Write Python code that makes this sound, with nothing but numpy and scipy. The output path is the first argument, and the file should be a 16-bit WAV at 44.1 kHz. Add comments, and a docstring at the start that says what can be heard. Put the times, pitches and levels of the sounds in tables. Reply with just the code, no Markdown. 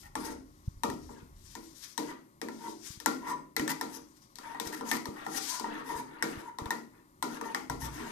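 """A metal ladle stirs a simmering aluminium pot of tea on a stove in a small, hard kitchen.
It knocks, skids and scrapes; the pot rings briefly and rocks near the end, and low room resonances
swell after each blow and boom on. The tea gurgles, glugs and sizzles up the hot wall.
Close pickup on a hand-held phone's two microphones, a hand's length away, with some handling rumble."""
import sys
import numpy as np
from scipy import signal
from scipy.fft import rfft, irfft
from scipy.io import wavfile
from scipy.ndimage import uniform_filter1d

SR = 44100
rng = np.random.default_rng(int(sys.argv[2]) if len(sys.argv) > 2 else 0)


def unload_wav(signal):
    """Save mono or channel-first audio to the path in sys.argv[1] as 16-bit WAV at rate SR, clipped to [-1, 1]."""
    wavfile.write(
        sys.argv[1],
        SR,
        np.round(np.clip(np.atleast_2d(signal).T, -1, 1) * 32767).astype(np.int16),
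    )


N = 357651
T = np.arange(N) / SR
RING_T = T[:32768]

# the ladle drags along the pot: start/s, length/s, force/dB,
# then relative to the force: grit/dB, low boom/dB, singing wall/dB, gurgle/dB; last, singing f/Hz
STROKES = [(0.163, .16, -50, -3, 3, -3, -1, 925), (1.048, .17, -66, -19, 5.5, -0.5, 0, 936),
           (2.0, .12, -49.5, -6, -3, -4.5, 0, 962), (2.572, .1, -46, -27.5, 2, -0.5, -8, 935),
           (3.202, .12, -45.5, -12.5, -5.5, 0.5, -6, 972), (3.874, 0.097, -56.5, 5, 0, -2, 0, 940),
           (4.38, 0.21, -51.5, -15, -8.5, 0.5, -2, 970), (4.601, 0.21, -56, -3.5, 6, -14, 3, 900),
           (4.826, 0.13, -47, -2, -2, -2.5, 0, 940), (5.091, .16, -53, -13.5, -14, -11, 2.5, 844),
           (5.29, .09, -43, -1, -5.5, -6, 1, 789), (5.46, .12, -47, -19, -21, 4.5, -2, 970),
           (5.615, .2, -45.5, -21, -3.5, -10, 0, 920), (5.83, .17, -46, -6, -1.5, 3, -3.5, 949),
           (6.035, 0.18, -55.5, -21, -0.5, -7.5, 1, 950), (6.23, 0.18, -51, -3, -1, -9, 3, 874),
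           (6.403, .09, -55, -10, -12, 4, -1, 950), (6.606, 0.06, -53, -23, -1, -9, 0, 1000),
           (6.871, 0.13, -67, -22.5, 4, -15, -3, 950), (7.275, 0.1, -51, -3, 2.5, -10, 3, 880),
           (7.421, 0.1, -47, -10, -28, -2, -3.5, 946), (7.785, .09, -46, -3.5, 1, 3, 2, 934),
           (7.899, .21, -48.5, -2.5, 3, -2, 1, 976)]
# spectrum of the pot's dense shell modes: f/Hz, level/dB
SHELL_SPECTRUM = [(100, -30), (400, -5), (900, 2), (1400, 1), (2000, 2), (2700, -3), (4000, 0), (5600, 1),
                  (7200, -2), (10000, -3), (14000, -2)]


def undb(db):
    """Decibels to gain."""
    return np.exp(np.asarray(db) * np.log(10) / 20)


def unit(x):
    """Scale to rms 1."""
    return x / np.sqrt(np.mean(x ** 2))


def unit_energy(x):
    """Scale a response to energy 1."""
    return x / np.sqrt(np.sum(x ** 2))


def add(out, s, x):
    """Mix x into out from time s."""
    i = max(int(s * SR), 0)
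    out[i:i + len(x)] += x[:N - i]


def delayed(x, s):
    """The same sound, s seconds later."""
    return np.r_[np.zeros(int(s * SR)), x][:N]


def convolve(x, response):
    """Play x through a response."""
    return signal.oaconvolve(x, response)[:len(x)]


def colour(x, points, size=2048):
    """Minimum-phase filter through points of f/Hz, level/dB."""
    hz, db = np.transpose(points)
    bin_hz = np.arange(size // 2 + 1) * SR / size
    gain = undb(np.interp(np.log(bin_hz + 1), np.log(hz), db))
    cepstrum = irfft(np.log(gain))
    cepstrum[1:size // 2] *= 2
    cepstrum[size // 2 + 1:] = 0
    return convolve(x, irfft(np.exp(rfft(cepstrum))))


def band(x, lo_hz, hi_hz):
    """Band-pass."""
    return signal.sosfilt(signal.butter(2, [lo_hz, hi_hz], "band", fs=SR, output="sos"), x)


def resonance(x, hz, width_hz):
    """A two-pole resonance whose centre may move; noise comes out equally strong at any width."""
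    turn = np.exp(2j * np.pi * np.cumsum(hz) / SR)
    pole = np.exp(-np.pi * width_hz / SR)
    baseband = signal.lfilter([(1 - pole) ** 2], [1, -2 * pole, pole * pole], x * turn.conj())
    return 2 * (turn * baseband).real * np.sqrt(2 * SR / (np.pi * width_hz))


def walk(rate_hz):
    """Smooth random wandering, rms 1."""
    hold = int(SR / rate_hz)
    steps = np.repeat(rng.standard_normal(N // hold + 1), hold)
    return unit(uniform_filter1d(steps, hold)[:N])


def clicks(per_s, spread_db):
    """Random clicks of uneven size, rms 1."""
    size = undb(spread_db * np.minimum(rng.exponential(size=N), 4))
    return unit((rng.random(N) < per_s / SR) * size * rng.choice([-1, 1], N))


def held(start, length, attack_s, release_s):
    """Gain over time: a straight attack, a hold, an exponential release."""
    attack = np.clip((T - start) / attack_s, 0, 1)
    return attack * np.exp(-np.clip((T - start - length) / release_s, 0, 20))


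def fade(t60):
    """Exponential decay, 60 dB in t60 seconds."""
    return np.exp(-np.log(1000) * RING_T / t60)


def modes(table, size=len(RING_T), tuning=1):
    """One decaying sine for each row of f/Hz, level/dB, t60/s; neighbours swing in opposite sense."""
    return np.array([(-1) ** k * undb(db) * np.sin(2 * np.pi * hz * tuning * RING_T[:size])
                     * fade(t60)[:size] for k, (hz, db, t60) in enumerate(table)])


def bubbles(force, db, count, cycles, glide, lowest_hz, octaves):
    """Bubbles ring and rise in pitch; they come thicker and louder where the force is high."""
    out = np.zeros(N)
    stirring, loudness = np.cumsum(force), np.sqrt(force / force.mean())
    for when, height, weakness in rng.random((count, 3)):
        hz = lowest_hz * 2 ** (octaves * height)
        age = T[:int(2 * cycles / hz * SR)] * hz / cycles
        plop = np.sin(2 * np.pi * cycles * age * (1 + glide * age / 2)) * np.exp(-3 * age)
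        i = np.searchsorted(stirring, when * stirring[-1])
        add(out, i / SR, undb(db - 10 * weakness) * loudness[i] * plop)
    return out


def simmer(murmur_db=-64, blip_db=-66):
    """The burner and the pot murmur on; lone bubbles surface."""
    # spectrum of burner and pot: f/Hz, level/dB
    spectrum = [(15, -49), (25, -46), (87, -31), (113, -2.5), (382, -6.5), (498, -34.5), (539, -12.5),
                (684, -24), (1050, -11.5), (1640, -23), (2080, -22.5), (2440, -32.5), (4500, -29.5),
                (14000, -30)]
    restless = undb(1.3 * walk(9))
    blips = bubbles(np.ones(N), blip_db, count=160, cycles=12, glide=.08, lowest_hz=230, octaves=3)
    murmur = unit(colour(rng.standard_normal(N), spectrum))
    return murmur * undb(murmur_db) * restless + blips


def handling(steady_db=-71.5):
    """Low, uneven rumble through the phone's body, stronger while the hand shifts."""
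    # shifts of grip: start/s, length/s, level/dB
    grips = [(0, 1.51, -60), (7.755, 0.23, -55)]
    shifting = sum(undb(db) * held(start, length, attack_s=.0079, release_s=.03)
                   for start, length, db in grips)
    surge = undb(2 * walk(15))
    rumble = unit(band(rng.standard_normal(N), 24, 100))
    return rumble * (undb(steady_db) + shifting) * surge


def sizzle(flutter_db=3, crest_shape=2.6):
    """Countless tiny steam bubbles burst where tea meets hot metal, in spurts of changing colour."""
    # tea swells up the hot wall and falls back: crest t/s, half width/s, level/dB
    washes = [(.01, 0.019, -53), (.67, 0.25, -73.5), (1.059, 0.17, -64.5), (1.55, 0.16, -60),
              (1.831, 0.09, -52), (2.66, 0.13, -57.5), (2.891, 0.064, -47.5), (4.169, 0.14, -69.5),
              (5.35, 0.079, -47), (5.495, 0.068, -36.5)]
    # edges of the bands that spurt independently: f/Hz
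    edges = [500, 3000, 4500, 6500, 9500, 16000]
    # spectrum of the bursting bubbles: f/Hz, level/dB
    spectrum = [(500, -13.5), (2000, -0.5), (3000, -1.5), (4200, 2.5), (5700, 7), (7500, 1.5), (10000, 0.5),
                (14000, -3.5)]
    wetted = sum(undb(db) * np.exp(-np.abs((T - crest) / width) ** crest_shape)
                 for crest, width, db in washes)
    hiss = sum(band(clicks(9000, 1.7), lo, hi) * undb(1.7 * walk(30))
               for lo, hi in zip(edges, edges[1:]))
    return unit(colour(hiss, spectrum)) * wetted * undb(flutter_db * walk(39.88))


def spot_weights(count):
    """Random mode gains: each contact favours some modes over others."""
    return undb(2.5 * rng.standard_normal(count))


def pot_response(shell_db, shell_t60, size=4096, contact_s=.0003):
    """Wall, rim and tick responses at one spot: clear modes over a dense, quickly dying shell."""
    # modes of pot and ladle, damped by the tea: f/Hz, level/dB, t60/s
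    pot_modes = [(786, -17, 0.043), (819, -5, 0.0089), (981, -1, 0.016), (1027, -2.5, 0.011),
                 (1250, -13.5, 0.029), (1372, -10.5, 0.066), (1860, -2, 0.017), (1887, -4, 0.017),
                 (1870, 17.5, 0.00083), (3650, 18, 0.0019), (3940, -15.5, 0.087), (3860, -24.5, 0.14),
                 (5760, -2, 0.018), (8020, 3, 0.0078), (8400, -35.5, 0.025), (9420, -10, 0.028),
                 (11160, -21, 0.051)]
    tuning = 1 + .012 * rng.standard_normal()
    shell = colour(rng.standard_normal(size) * fade(shell_t60)[:size], SHELL_SPECTRUM)
    clear = spot_weights(len(pot_modes)) @ modes(pot_modes, size, tuning)
    onset = 1 - np.exp(-RING_T[:size] / contact_s)
    ring = (clear + undb(shell_db) * shell) * onset
    wall, rim, tick = band(ring, 680, 1170), band(ring, 1500, 2080), band(ring, 3300, 16000)
    return np.array([unit_energy(wall), unit_energy(rim), unit_energy(tick)])


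def diffuse_tick(size=512):
    """Summed over many directions or contact points, the treble modes blur into an even tick."""
    return unit_energy(band(colour(signal.unit_impulse(size), SHELL_SPECTRUM), 2400, 18000))


def skids(wall_db=-3, rim_db=-2, grit_db=-2):
    """Pressed hard, the ladle's edge sticks and slips in a short rough rasp."""
    # the edge chatters over the metal: t/s, length/s, level/dB, rim emphasis/dB
    chatters = [(0.017, 0.072, -58, 1.5), (3.686, 0.045, -34.5, -2), (4.645, 0.04, -45.5, -18),
                (4.72, 0.037, -43, 1), (4.905, 0.078, -40, -5), (6.709, 0.011, -44, -13),
                (7.437, 0.0099, -57.5, 18)]
    out, slips = np.zeros(N), clicks(1200, 2)
    for s, length, db, emphasis in chatters:
        wall, rim, _ = pot_response(shell_db=2, shell_t60=.0064)
        burst = unit(slips[int(s * SR):][:int(length * SR)])
        force = undb(db) * burst * signal.windows.tukey(len(burst))
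        add(out, s, signal.fftconvolve(force, undb(wall_db) * wall + undb(rim_db + emphasis) * rim))
        add(out, s, signal.fftconvolve(force, undb(grit_db) * diffuse_tick()))
    return out


def low_boom_response(dense_db, dense_t60=.52, swell_s=.017):
    """Low room resonances swell after a blow and boom on."""
    # low resonances of the room: f/Hz, level/dB, t60/s
    room_modes = [(153.8, -12.5, 0.83), (228.1, -3.5, 0.57), (264.5, 4.5, 0.29), (303.7, -3.5, 0.66),
                  (331, -2.5, 0.5), (375, -15, 0.67), (400, -4.5, 0.5), (435, -1.5, 0.33),
                  (466.2, 2.5, 0.35), (572.4, -2.5, 0.22)]
    clear = spot_weights(len(room_modes)) @ modes(room_modes)
    dense = band(rng.standard_normal(len(RING_T)), 178, 443) * fade(dense_t60)
    swell = 1 - np.exp(-RING_T / swell_s)
    boom = (unit_energy(clear) + undb(dense_db) * unit_energy(dense)) * swell
    return unit_energy(band(boom, 150, 2200))


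def favour(response, hz, t60, db, rise_s=.00029):
    """Bring out the one mode that a blow drives best; energy 1."""
    t = RING_T[:len(response)]
    ring = modes([(hz, 0, t60)], len(t))[0] * (1 - np.exp(-t / rise_s))
    return unit_energy(response + undb(db) * unit_energy(ring))


def knocks(ring_db=25, tick_db=20, boom_db=32, snap_db=22, hard_db=-24, hardening=4.2):
    """Each blow lands on another spot: the pot's snap and ring, its room spill, the low boom."""
    # ladle blows: t/s, tick/dB, wall/dB, rim/dB, low boom/dB,
    # then the modes the blow favours: wall f/Hz, rim f/Hz, tick f/Hz, rim t60/s, boom f/Hz
    blows = [(0.1537, -34.5, -32.5, -39.5, -36.5, 850, 1760, 8540, .02, 265),
             (0.8345, -30, -27, -36.5, -31.5, 952, 1850, 3800, 0.029, 257.7),
             (0.9, -40.5, -41.5, -43.5, -41, 974, 1830, 3940, 0.018, 262),
             (1.0923, -65, -49, -79, -46.5, 860, 1850, 5060, .02, 256.5),
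             (1.5522, -40.5, -43.5, -47.5, -46, 940, 1815, 6800, 0.061, 334),
             (1.978, -28.5, -33, -39, -33, 940, 1830, 3880, 0.035, 299.5),
             (2.4154, -36.5, -42.5, -40.5, -36.5, 780, 1910, 5080, 0.036, 232),
             (2.4853, -46, -42.5, -42.5, -44.5, 970, 1930, 4360, 0.017, 270),
             (3.0008, -38.5, -52.5, -49.5, -51.5, 970, 1840, 5000, 0.034, 298),
             (3.0602, -24, -24, -26.5, -30.5, 906, 1960, 6850, 0.0087, 260),
             (3.5649, -26.5, -36.5, -29, -35, 827, 2000, 4340, 0.044, 456.6),
             (3.5956, -34, -39, -33, -35, 1050, 1900, 3040, 0.053, 307),
             (3.678, -30, -37.5, -33.5, -41, 1140, 1780, 7730, 0.096, 265),
             (3.811, -31.5, -32.5, -35.5, -38, 990, 1810, 5180, 0.049, 306.5),
             (4.3562, -42.5, -65, -65, -61, 950, 1850, 4260, .02, 310),
             (4.3854, -42, -47, -51, -55, 970, 1850, 4460, 0.028, 258),
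             (4.547, -56, -40.5, -53, -54, 815, 1830, 4440, 0.017, 266),
             (4.599, -29.5, -36, -41.5, -40, 890, 1860, 3580, 0.045, 461),
             (4.673, -35, -70, -61, -63, 950, 1850, 5070, .02, 304),
             (4.8097, -46.5, -37, -48, -37, 985, 1820, 5490, .02, 262.3),
             (4.9142, -26, -30, -26.5, -35, 904, 1800, 7970, 0.12, 241.7),
             (5.0556, -37, -38.5, -44, -39, 990, 1800, 4320, 0.019, 300.8),
             (5.2647, -44, -33.5, -39.5, -40, 787, 1890, 5300, 0.016, 320),
             (5.597, -35, -37, -65, -41, 1000, 1880, 4600, .02, 222),
             (5.6431, -65, -31.5, -43.5, -41, 940, 1820, 6300, 0.033, 226.7),
             (6.2245, -27.5, -32.5, -26.5, -33.5, 1140, 1886, 5150, 0.033, 326),
             (6.586, -38.5, -35.5, -45, -40.5, 1010, 1880, 3700, 0.027, 299),
             (6.6574, -43, -38, -46.5, -45, 954, 1800, 3560, .03, 220.6),
             (6.706, -31.5, -30, -28.5, -39, 940, 1830, 3690, 0.088, 233),
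             (7.2256, -29.5, -29, -36.5, -35, 1020, 2010, 8300, 0.022, 236.4),
             (7.371, -51, -47, -50, -52, 1150, 2030, 3900, .02, 300),
             (7.4119, -42, -36.5, -44, -38.5, 994, 1820, 6330, .02, 459.7),
             (7.5467, -31, -31, -30, -40.5, 1230, 1850, 5050, 0.027, 258),
             (7.6981, -34, -31.5, -38, -38, 950, 1480, 5780, 0.013, 268)]
    pot, spill, low_boom = np.zeros((3, N))
    snap, blurred_tick = band(signal.unit_impulse(256), 500, 15000), diffuse_tick()
    for s, tick, wall, rim, boom, wall_hz, rim_hz, tick_hz, rim_t60, boom_hz in blows:
        gains = undb([wall + ring_db, rim + ring_db, tick + tick_db])
        responses = pot_response(shell_db=9, shell_t60=.008)
        rings = np.array([favour(responses[0], wall_hz, t60=.036, db=1),
                          favour(responses[1], rim_hz, t60=rim_t60, db=3),
                          favour(responses[2], tick_hz, t60=.041, db=-6)])
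        add(pot, s, gains @ rings)
        # only hard blows bring out the snap
        add(pot, s, undb(tick + snap_db + hardening * (tick - hard_db)) * snap)
        spilled = gains * undb([-2, -5, 1])  # wall, rim and tick into the room
        add(spill, s, spilled[:2] @ responses[:2])
        add(spill, s, spilled[2] * blurred_tick)
        room_ring = favour(low_boom_response(dense_db=-4), boom_hz, t60=.4, db=-6, rise_s=.039)
        add(low_boom, s, undb(boom + boom_db) * room_ring)
    return pot, spill, low_boom


def stroke_forces(bite_s=.074, let_go_s=.0074):
    """The ladle bites, holds and lets go, driving pot, grit, low boom, singing wall and gurgle."""
    forces = np.zeros((5, N))
    for start, length, db, *shares_db, _ in STROKES:
        force = undb(db) * held(start, length, bite_s, let_go_s)
        forces += np.outer(undb([0, *shares_db]), force)
    return forces


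def rubbing(wet, gritty):
    """The ladle's resonances waver and swell as it dips and turns."""
    # resonances of the rubbing ladle: f/Hz, level/dB
    ladle_modes = [(600, -4.5), (1090, -6), (1370, -4), (1840, 0.5), (3000, -18), (3900, -11.5), (5300, -7),
                   (6300, 1), (8000, 1), (10200, -0.5), (11600, -10.5)]
    out = np.zeros(N)
    for hz, db in ladle_modes:
        # wet rubbing drives the clear low ones, grit the broad high ones
        drive, width_share, drift = (wet, .06, .015) if hz < 2500 else (gritty, .24, .025)
        centre_hz = hz * np.exp(drift * walk(30))
        swell_db = 3 * walk(20)
        out += undb(db + swell_db) * resonance(drive, centre_hz, width_share * hz)
    return out


def scrapes(forces, wall_db=-14, rim_db=-15, grit_db=-6, boom_db=1.5, rub_db=-13, edge_db=-10):
    """Tiny slips of metal on metal drive pot and low boom; smooth rubbing makes a wall mode sing."""
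    wall, rim, _ = pot_response(shell_db=6, shell_t60=.012)
    slips = clicks(3000, 2) * undb(2.5 * walk(55))
    grains = clicks(9000, 1.5) * undb(2.5 * walk(45))
    pressure_waver = undb(3 * walk(25))
    pot_force, grit_force, boom_force, wall_force = forces * pressure_waver
    pot_drive, grit_drive = pot_force * slips, grit_force * grains
    strokes = np.array(STROKES)
    current_stroke = np.maximum(np.searchsorted(strokes[:, 0], T) - 1, 0)
    singing_hz = strokes[current_stroke, -1] * (1 + .018 * walk(14))
    singing = resonance(wall_force * slips, singing_hz, width_hz=105)
    ring = convolve(pot_drive, undb(wall_db) * wall + undb(rim_db) * rim)
    grit = undb(grit_db) * convolve(grit_drive, diffuse_tick())
    rub = rubbing(undb(rub_db) * pot_drive, undb(edge_db) * grit_drive)
    boom = undb(boom_db) * convolve(boom_force * slips, low_boom_response(dense_db=-6))
    return singing + ring + grit + rub, boom


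def gurgle(force, large_db=-51, small_db=-54):
    """The ladle folds air into the tea: large bubbles among a crowd of small ones, in uneven spurts."""
    # the tea muffles the smallest bubbles: f/Hz, level/dB
    muffling = [(1900, -0.5), (4500, -5.5)]
    spurts = force * undb(2 * walk(28))
    large = bubbles(spurts, large_db, count=350, cycles=12, glide=.09, lowest_hz=450, octaves=2)
    small = bubbles(spurts, small_db, count=3000, cycles=18, glide=.05, lowest_hz=1100, octaves=2.1)
    return large + colour(small, muffling)


def bumps(gain_db=4):
    """Soft low bumps, each one dull swing."""
    # single swings: centre t/s, f/Hz, level/dB
    swings = [(.682, 82.6, -24), (0.774, 55, -42), (0.895, 104, -36), (0.94, 115, -41), (1.232, 94, -43),
              (2.906, 102, -39.5), (2.976, 96, -44), (3.6, 86.6, -41), (4.671, 85, -43.5),
              (5.089, 101, -37), (5.96, 63.6, -45), (6.378, 84.5, -38.5), (6.622, 94, -35.5),
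              (6.664, 79.5, -36)]
    out = np.zeros(N)
    for s, hz, db in swings:
        angle = 2 * np.pi * hz * (T[:int(2 * SR / hz)] - 1 / hz)
        add(out, s - 1 / hz, -undb(db + gain_db) * angle * np.exp(-angle ** 2 / 2))
    return out


def glugs(gain_db=-2):
    """Pockets of air behind the ladle ring hollow and slide in pitch as they close or open."""
    # air pockets: t/s, length/s, start f/Hz, end f/Hz, level/dB
    pockets = [(1.58, 0.21, 339, 319, -53), (3.595, 0.083, 254.6, 338, -29.5),
               (3.675, 0.085, 263, 270, -33.5), (3.59, 0.2, 132, 163, -45.5), (3.93, 0.068, 480, 396, -52),
               (4.71, 0.078, 288, 328, -42.5), (5.63, 0.11, 256, 191, -49.5), (5.71, 0.08, 287, 322, -38),
               (5.78, 0.13, 422, 461, -50), (7.95, 0.067, 275, 338, -38), (8.0, 0.088, 248, 221, -39),
               (8.01, 0.063, 430, 381, -40.5)]
    out = np.zeros(N)
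    for s, length, from_hz, to_hz, db in pockets:
        age = np.linspace(0, 1, int(length * SR))
        phase = 2 * np.pi * np.cumsum(from_hz + (to_hz - from_hz) * age) / SR
        add(out, s, undb(db + gain_db) * np.sin(np.pi * age) * np.sin(phase))
    return out * undb(2 * walk(60))


def rocking(gain_db=-3):
    """The pot rocks on its support with a low, dying wobble."""
    # rocks of the pot: t/s, level/dB
    rocks = [(7.696, -31), (7.823, -29), (7.909, -31)]
    # modes of the pot on its support: f/Hz, level/dB, t60/s
    support_modes = [(63, -9, 0.82), (123.4, -8, 0.62), (156, -9.5, 0.37)]
    out, wobble = np.zeros(N), modes(support_modes).sum(0)
    for s, db in rocks:
        add(out, s, undb(db + gain_db) * wobble)
    return out


def kitchen(x, low_t60=.33, high_t60=.37, first_s=.0019):
    """Dense reflections from nearby tiles and cupboards."""
    # colour of the room: f/Hz, level/dB
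    spectrum = [(100, -35.5), (260, 12.5), (500, -22), (700, 1), (1000, 3.5), (2000, 0.5), (4000, -1.5),
                (8000, -3), (14000, -10)]
    noise = rng.standard_normal(len(RING_T))
    low = band(noise, 30, 2800)
    onset = np.clip(RING_T / first_s - 1, 0, 1)
    tail = (low * fade(low_t60) + (noise - low) * fade(high_t60)) * onset
    return convolve(x, colour(unit_energy(tail), spectrum))


def scene(room_db=-.5, boom_room_db=-13, skid_room_db=-5, scrape_room_db=-2,
          pot_lag_s=.00055, low_lag_s=.00025):
    """One microphone faces the pot; the other hears it later and from the phone's shadow."""
    # response of the facing microphone: f/Hz, level/dB
    near_mic = [(200, 0), (380, .5), (620, 4), (1000, 2), (1800, 2), (2600, 2), (4000, 5), (14000, 5.5)]
    # response of the shadowed microphone: f/Hz, level/dB
    far_mic = [(200, 0), (420, -.5), (640, -6), (950, -2.5), (1400, -.5), (1850, 0), (2400, -2), (3200, -9),
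               (4500, -17), (8000, -22), (14000, -24)]
    forces = stroke_forces()
    knock, spill, knock_boom = knocks()
    scrape, scrape_boom = scrapes(forces[:4])
    liquid = sizzle() + gurgle(forces[4])
    skid = skids()
    pot = knock + scrape + liquid + skid + bumps() + rocking() + handling()
    boom = knock_boom + scrape_boom
    low_sounds = boom + glugs() + simmer()
    room_send = undb(room_db) * (spill + liquid + undb(scrape_room_db) * scrape
                                 + undb(skid_room_db) * skid + undb(boom_room_db) * boom)
    far_pot = delayed(pot, pot_lag_s)
    # the main wall modes swing the whole pot and reach both microphones in step
    far_pot += band(pot - far_pot, 780, 1250)
    near = colour(pot + low_sounds + kitchen(room_send), near_mic)
    far = colour(far_pot + delayed(low_sounds, low_lag_s) + kitchen(room_send), far_mic)
    return np.array([near, far])


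def record(dry, top_hz=14400):
    """The phone cuts the top treble steeply."""
    return signal.sosfilt(signal.ellip(10, .2, 70, top_hz, fs=SR, output="sos"), dry)


dry = scene()
out = record(dry)
unload_wav(out)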